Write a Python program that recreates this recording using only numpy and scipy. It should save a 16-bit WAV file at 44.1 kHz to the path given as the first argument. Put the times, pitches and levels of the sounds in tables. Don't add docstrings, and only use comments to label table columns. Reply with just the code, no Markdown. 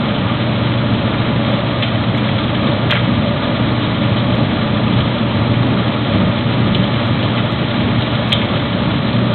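import sys
import numpy as np
from scipy import signal
from scipy.fft import rfft, irfft, next_fast_len
from scipy.io import wavfile

SR = 44100
rng = np.random.default_rng(int(sys.argv[2]) if len(sys.argv) > 2 else 0)


def int16_out(signal):
    q = np.round(np.clip(np.atleast_2d(signal).T, -1, 1) * 32767)
    wavfile.write(sys.argv[1], SR, q.astype(np.int16))


N = 411894

# (multiple of the mains, level [dB])
MOTOR_HUM = [(2, -22), (4, -27.5), (6, -42.5)]
# (frequency [Hz], level [dB], phase wander [rad])
BELT_TONES = [(99.8, -32, 0.6), (143.6, -32, 0.8), (149.5, -30.5, 0.22), (176.2, -31.5, 0.7),
              (210.6, -27, 0.24), (298.5, -36, 0.84), (447.5, -49, 1), (556, -43, 0.63), (575, -40, .9),
              (579.5, -43, 0.78), (591, -40.5, 0.36), (838, -45, 2), (1223, -48, 1.4)]
# (multiple of its turning rate, level [dB])
ROLLER_THRUM = [(8, -49), (10, -40), (11, -38), (12, -44), (13, -45.5), (15, -32.5), (16, -34), (18, -41.5),
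                (19, -45.5), (22, -37.5), (27, -40), (30, -35.5), (31, -35), (32, -37.5), (40, -39)]
# (frequency [Hz], level [dB per Hz])
FLAME_ROAR = [(18, -61.5), (42, -59.5), (62, -55), (85, -48), (130, -41), (160, -49.5), (230, -46.5),
              (300, -44.5), (370, -52.5), (650, -53), (760, -57), (1500, -62.5), (2800, -64.5),
              (4100, -69.5)]
# (frequency [Hz], width [Hz], lift [dB])
DUCT_COLOUR = [(103.5, 12, 5.5), (129, 7.2, -5), (160, 6.7, -3), (183.5, 20, 10), (204, 4.6, -4.5),
               (222.5, 14, 6), (409, 10, -3.5), (417, 8.2, 3), (523, 45, -1), (842, 40, 4), (893, 30, 3.5),
               (977, 50, 4.5)]
# (time [s], level before trim and surges [dB])
BLOWER_LEVEL = [(0, -28), (2.6, -24.5), (5.5, -28), (6.5, -28), (8, -27.5), (9.34, -26.5)]
# (frequency [Hz], width [Hz], relative level [dB])
HOUSING_MODES = [(570, 55, 0.5), (618, 77, -7.5), (650, 35, -9)]
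# (frequency [Hz], width [Hz], relative level [dB])
PANEL_MODES = [(1108, 42, 2.5), (1199, 62, 5), (1263, 18, 3), (1388, 80, 0.5)]
# (frequency [Hz], width [Hz], relative level [dB])
DRUM_MODES = [(1708, 160, -2), (1964, 45, -1), (2116, 160, -5), (2330, 190, -2.5), (2600, 130, -8),
              (3120, 320, -.5), (3348, 80, 1.5), (3463, 71, -.5), (3700, 220, -2.5), (3976, 130, -5)]
# (time into the turn [s], added pressure [dB])
SEAL_HIGH_SPOTS = [(.045, 3), (.17, 0.1), (.295, 5.5), (.56, -0.5), (.64, 2), (1.08, 4)]
# (time [s], level before trim and pressure [dB])
SLIDE_LEVEL = [(0, -27), (2.3, -26.5), (5.6, -27), (7.3, -25.5), (8.4, -25.5), (9.34, -26.5)]
# (time [s], level before trim [dB], colour centre [Hz], colour spread [octaves])
FASTENER_TAPS = [(1.825, -16, 3380, .35), (1.833, -18, 2970, 0.46), (1.839, -18, 2450, 0.31),
                 (2.909, -11, 2613, 0.77), (2.915, -11, 3400, 0.56), (2.924, -9.5, 1498, .65),
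                 (2.933, -16.5, 2160, .45), (2.943, -20.5, 2097, .25), (2.955, -17.5, 1550, .7),
                 (2.966, -17.5, 2100, .8), (2.976, -16, 1984, 0.22), (2.998, -23, 2210, .5),
                 (4.880, -20, 2690, .3), (5.542, -21, 2205, .3), (6.748, -13.5, 3430, .3),
                 (6.753, -17, 3060, 0.35), (6.84, -19.5, 3650, .2), (7.229, -19.5, 3300, 0.33),
                 (7.239, -21, 3410, .35), (7.684, -24.5, 3340, .25), (8.022, -17.5, 3300, .3),
                 (8.154, -23, 3340, .35), (8.327, -5, 3340, .17), (8.337, -11, 3480, .12),
                 (9.131, -22, 3710, .25)]
# (time [s], level before trim [dB], length [s], colour centre [Hz])
FASTENER_SKIDS = [(1.824, -21, .026, 2520), (2.899, -20, 0.045, 1944), (2.951, -20, 0.03, 1507),
                  (7.373, -22.5, 0.024, 2260), (8.32, -13, .016, 3010), (8.416, -22, 0.016, 2230)]
# (frequency [Hz], relative level [dB], t60 [s])
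DRUM_RING = [(1250, 3, .27), (1410, -5, .16), (1650, -5.5, .16), (2140, -3, .14), (2240, -3.5, .18),
             (2580, -4.5, .16), (2850, -3.5, .2), (3122, -5, .2), (3140, -2.5, .28), (3353, -4, 0.17),
             (3640, -1.5, .28), (3420, -4, .18), (3660, -5, .22)]
# (time [s], level [dB], length [s], colour centre [Hz])
TREBLE_CRACKLES = [(2.179, -42, .0003, 6000), (2.911, -26.5, 0.00024, 6300), (2.936, -40, .0004, 4500),
                   (2.941, -44, .0004, 4200), (4.354, -44, 0.00033, 5000), (5.921, -50, .0003, 4500),
                   (7.070, -46, 0.00028, 4800), (7.522, -43.5, .0003, 6000), (8.294, -37, .0003, 6000),
                   (8.329, -26, 0.0013, 7200)]

MAINS_HZ, WHINE_HZ, ROLLER_HZ = 60, 1846, 7.085
TURN_S = 1.178
PRESS_S, RELEASE_S = 0.029, 0.054
TAP_S = 0.0037
BOUNCE_S, BOUNCE_DB = 0.024, -14
SKID_OCTAVES = 0.56
BAND_HZ, TOP_HZ = 4060, 15800
LEAD = SR // 100

TIME = np.arange(N) / SR
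SIZE = next_fast_len(N + SR // 2, real=True)
FREQ = np.maximum(np.arange(SIZE // 2 + 1) * SR / SIZE, 1)


def undb(db):
    return 10 ** (np.asarray(db) / 20)


def unit(x):
    return x / np.sqrt(np.mean(x ** 2))


def curve(rows):
    return np.interp(TIME, *np.transpose(rows))


def colour(x, gain):
    return irfft(rfft(x, SIZE) * gain, SIZE)[:N]


def noise(gain):
    return colour(rng.standard_normal(N), gain) * np.sqrt(SR / 2)


def walk(rate_hz):
    return unit(noise(np.exp(-(FREQ / rate_hz) ** 2)))


def bell(hz, width_hz, freq=FREQ):
    return 1 / (1 + ((freq / hz - hz / freq) * hz / width_hz) ** 2)


def body(modes, freq=FREQ):
    power = sum((undb(db) * bell(hz, 1.5 * width, freq)) ** 2 for hz, width, db in modes)
    return np.sqrt(power)


def drum_turn(at_s):
    return (TIME - at_s + TURN_S / 2) % TURN_S - TURN_S / 2


def short_burst(length_s, hz, octaves, strike=0.54):
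    t = np.arange(SR // 10) / SR
    grains = rng.standard_normal(len(t)) * np.exp(-(t / length_s) ** 4)
    grains[0] += strike * np.sqrt(min(length_s, TAP_S) * SR)
    freq = np.maximum(np.arange(len(t) // 2 + 1) * SR / len(t), 1)
    tint = np.exp(-.5 * (np.log2(freq / hz) / octaves) ** 2)
    steel = body(DRUM_MODES, freq) + .5 * body(PANEL_MODES, freq) + 1.5
    burst = irfft(rfft(np.roll(grains, LEAD)) * tint * steel, len(t))
    return burst * np.sqrt(length_s * SR / np.sum(burst ** 2))


def place_bursts(events):
    out = np.zeros(N + SR)
    for s, db, length_s, hz, octaves in events:
        burst, start = short_burst(length_s, hz, octaves), int(s * SR)
        out[start:start + len(burst)] += undb(db) * burst
    return out[LEAD:LEAD + N]


def crackle(octaves=0.69):
    return place_bursts([(*row, octaves) for row in TREBLE_CRACKLES])


def whine(first_db=-46.0, second_db=-49.0, wander_rad=0.41):
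    angle = 2 * np.pi * WHINE_HZ * TIME + wander_rad * walk(2.4)
    return np.sqrt(2) * (undb(first_db) * np.sin(angle) + undb(second_db) * np.sin(2 * angle))


def roller(slip_rad=0.028):
    angle = 2 * np.pi * ROLLER_HZ * TIME + slip_rad * walk(0.31)
    out = 0
    for k, db in ROLLER_THRUM:
        out = out + undb(db) * np.sin(k * angle + 2 * np.pi * rng.random())
    return np.sqrt(2) * out


def motor(hum_waver_db=1.65, wander_hz=1.5, tone_waver_db=1.06):
    out = 0
    for k, db in MOTOR_HUM:
        level = undb(db + hum_waver_db * walk(wander_hz))
        out = out + level * np.sin(2 * np.pi * (k * MAINS_HZ * TIME + rng.random()))
    for hz, db, wander_rad in BELT_TONES:
        drift = walk(wander_hz)
        level = undb(db + tone_waver_db * drift)
        out = out + level * np.sin(2 * np.pi * (hz * TIME + rng.random()) + wander_rad * drift)
    return np.sqrt(2) * out


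def blower(trim_db=-3.0, surge_db=2.2, surge_hz=8.0):
    drone = unit(noise(body(HOUSING_MODES)))
    return drone * undb(trim_db + curve(BLOWER_LEVEL) + surge_db * walk(surge_hz))


def pressure():
    out = 0
    for at_s, db in SEAL_HIGH_SPOTS:
        since = drum_turn(at_s)
        out = out + db * np.exp(-(since / np.where(since < 0, PRESS_S, RELEASE_S)) ** 2)
    return out


def seal(panel_db=-32.0, hiss_db=-3.0, hiss_share=0.53, grain_db=2.0, grain_hz=70):
    pressure_db = pressure()
    groan = unit(noise(body(PANEL_MODES))) * undb(panel_db + pressure_db)
    hiss = unit(noise(body(DRUM_MODES)) * undb(grain_db * walk(grain_hz)))
    return groan + hiss * undb(hiss_db + curve(SLIDE_LEVEL) + hiss_share * pressure_db)


def load(trim_db=-1.5, patter_db=-32, ring_db=-8, wash_db=-9, wash_t60_s=0.48, count=45):
    patter = [(when * N / SR, patter_db + 6 * force, .004, 2200 + 1400 * hardness, .6)
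              for when, force, hardness in rng.random((count, 3))]
    taps = [(s + hop * BOUNCE_S, db + hop * BOUNCE_DB, TAP_S, hz, octaves)
            for s, db, hz, octaves in FASTENER_TAPS for hop in range(3)]
    skids = [(*row, SKID_OCTAVES) for row in FASTENER_SKIDS]
    hits = place_bursts(taps + skids + patter)

    t = TIME[:SR // 2]
    ring = sum(undb(db - 60 * t / t60) * np.sin(2 * np.pi * hz * t) for hz, db, t60 in DRUM_RING)
    wash = noise(body(DRUM_MODES))[:len(t)] * undb(-60 * t / wash_t60_s)
    ring_tail = undb(ring_db) * unit(signal.fftconvolve(hits, ring)[:N])
    wash_tail = undb(wash_db) * unit(signal.fftconvolve(hits, wash)[:N])
    return undb(trim_db) * (hits + np.std(hits) * (ring_tail + wash_tail))


def burner(flutter_db=.5, flutter_hz=14, rumble_hz=380, rumble_db=0.4, swell_db=0.3, fullest_s=0.91,
           start_db=-2.5, settle_s=2.5, gust_db=2.5, gust_hz=3.5):
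    hz, db = np.transpose(FLAME_ROAR)
    shape_db = np.interp(np.log(FREQ), np.log(hz), db)
    shape_db = shape_db + sum(lift * bell(f, width) for f, width, lift in DUCT_COLOUR)
    roar = noise(undb(shape_db)) * undb(flutter_db * walk(flutter_hz))
    rumble = colour(roar, np.exp(-(FREQ / rumble_hz) ** 2))
    swell = swell_db * np.cos(2 * np.pi * drum_turn(fullest_s) / TURN_S)
    build_up = start_db * np.exp(-TIME / settle_s)
    return roar - rumble + rumble * undb(rumble_db + build_up + swell + gust_db * walk(gust_hz))


def scene():
    return (whine() + roller() + motor() + blower() + seal() + load() + burner())[None]


def record(dry):
    half_cut = undb(-(np.maximum(FREQ - BAND_HZ, 0) / 33) ** 1.27 / 2)
    clipped = np.clip(colour(dry[0], half_cut), -.72, .72)
    out = colour(clipped, half_cut) + crackle()
    top_cut = signal.ellip(8, .2, 70, TOP_HZ, fs=SR, output="sos")
    return signal.sosfilt(top_cut, out)[None]


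dry = scene()
out = record(dry)
int16_out(out)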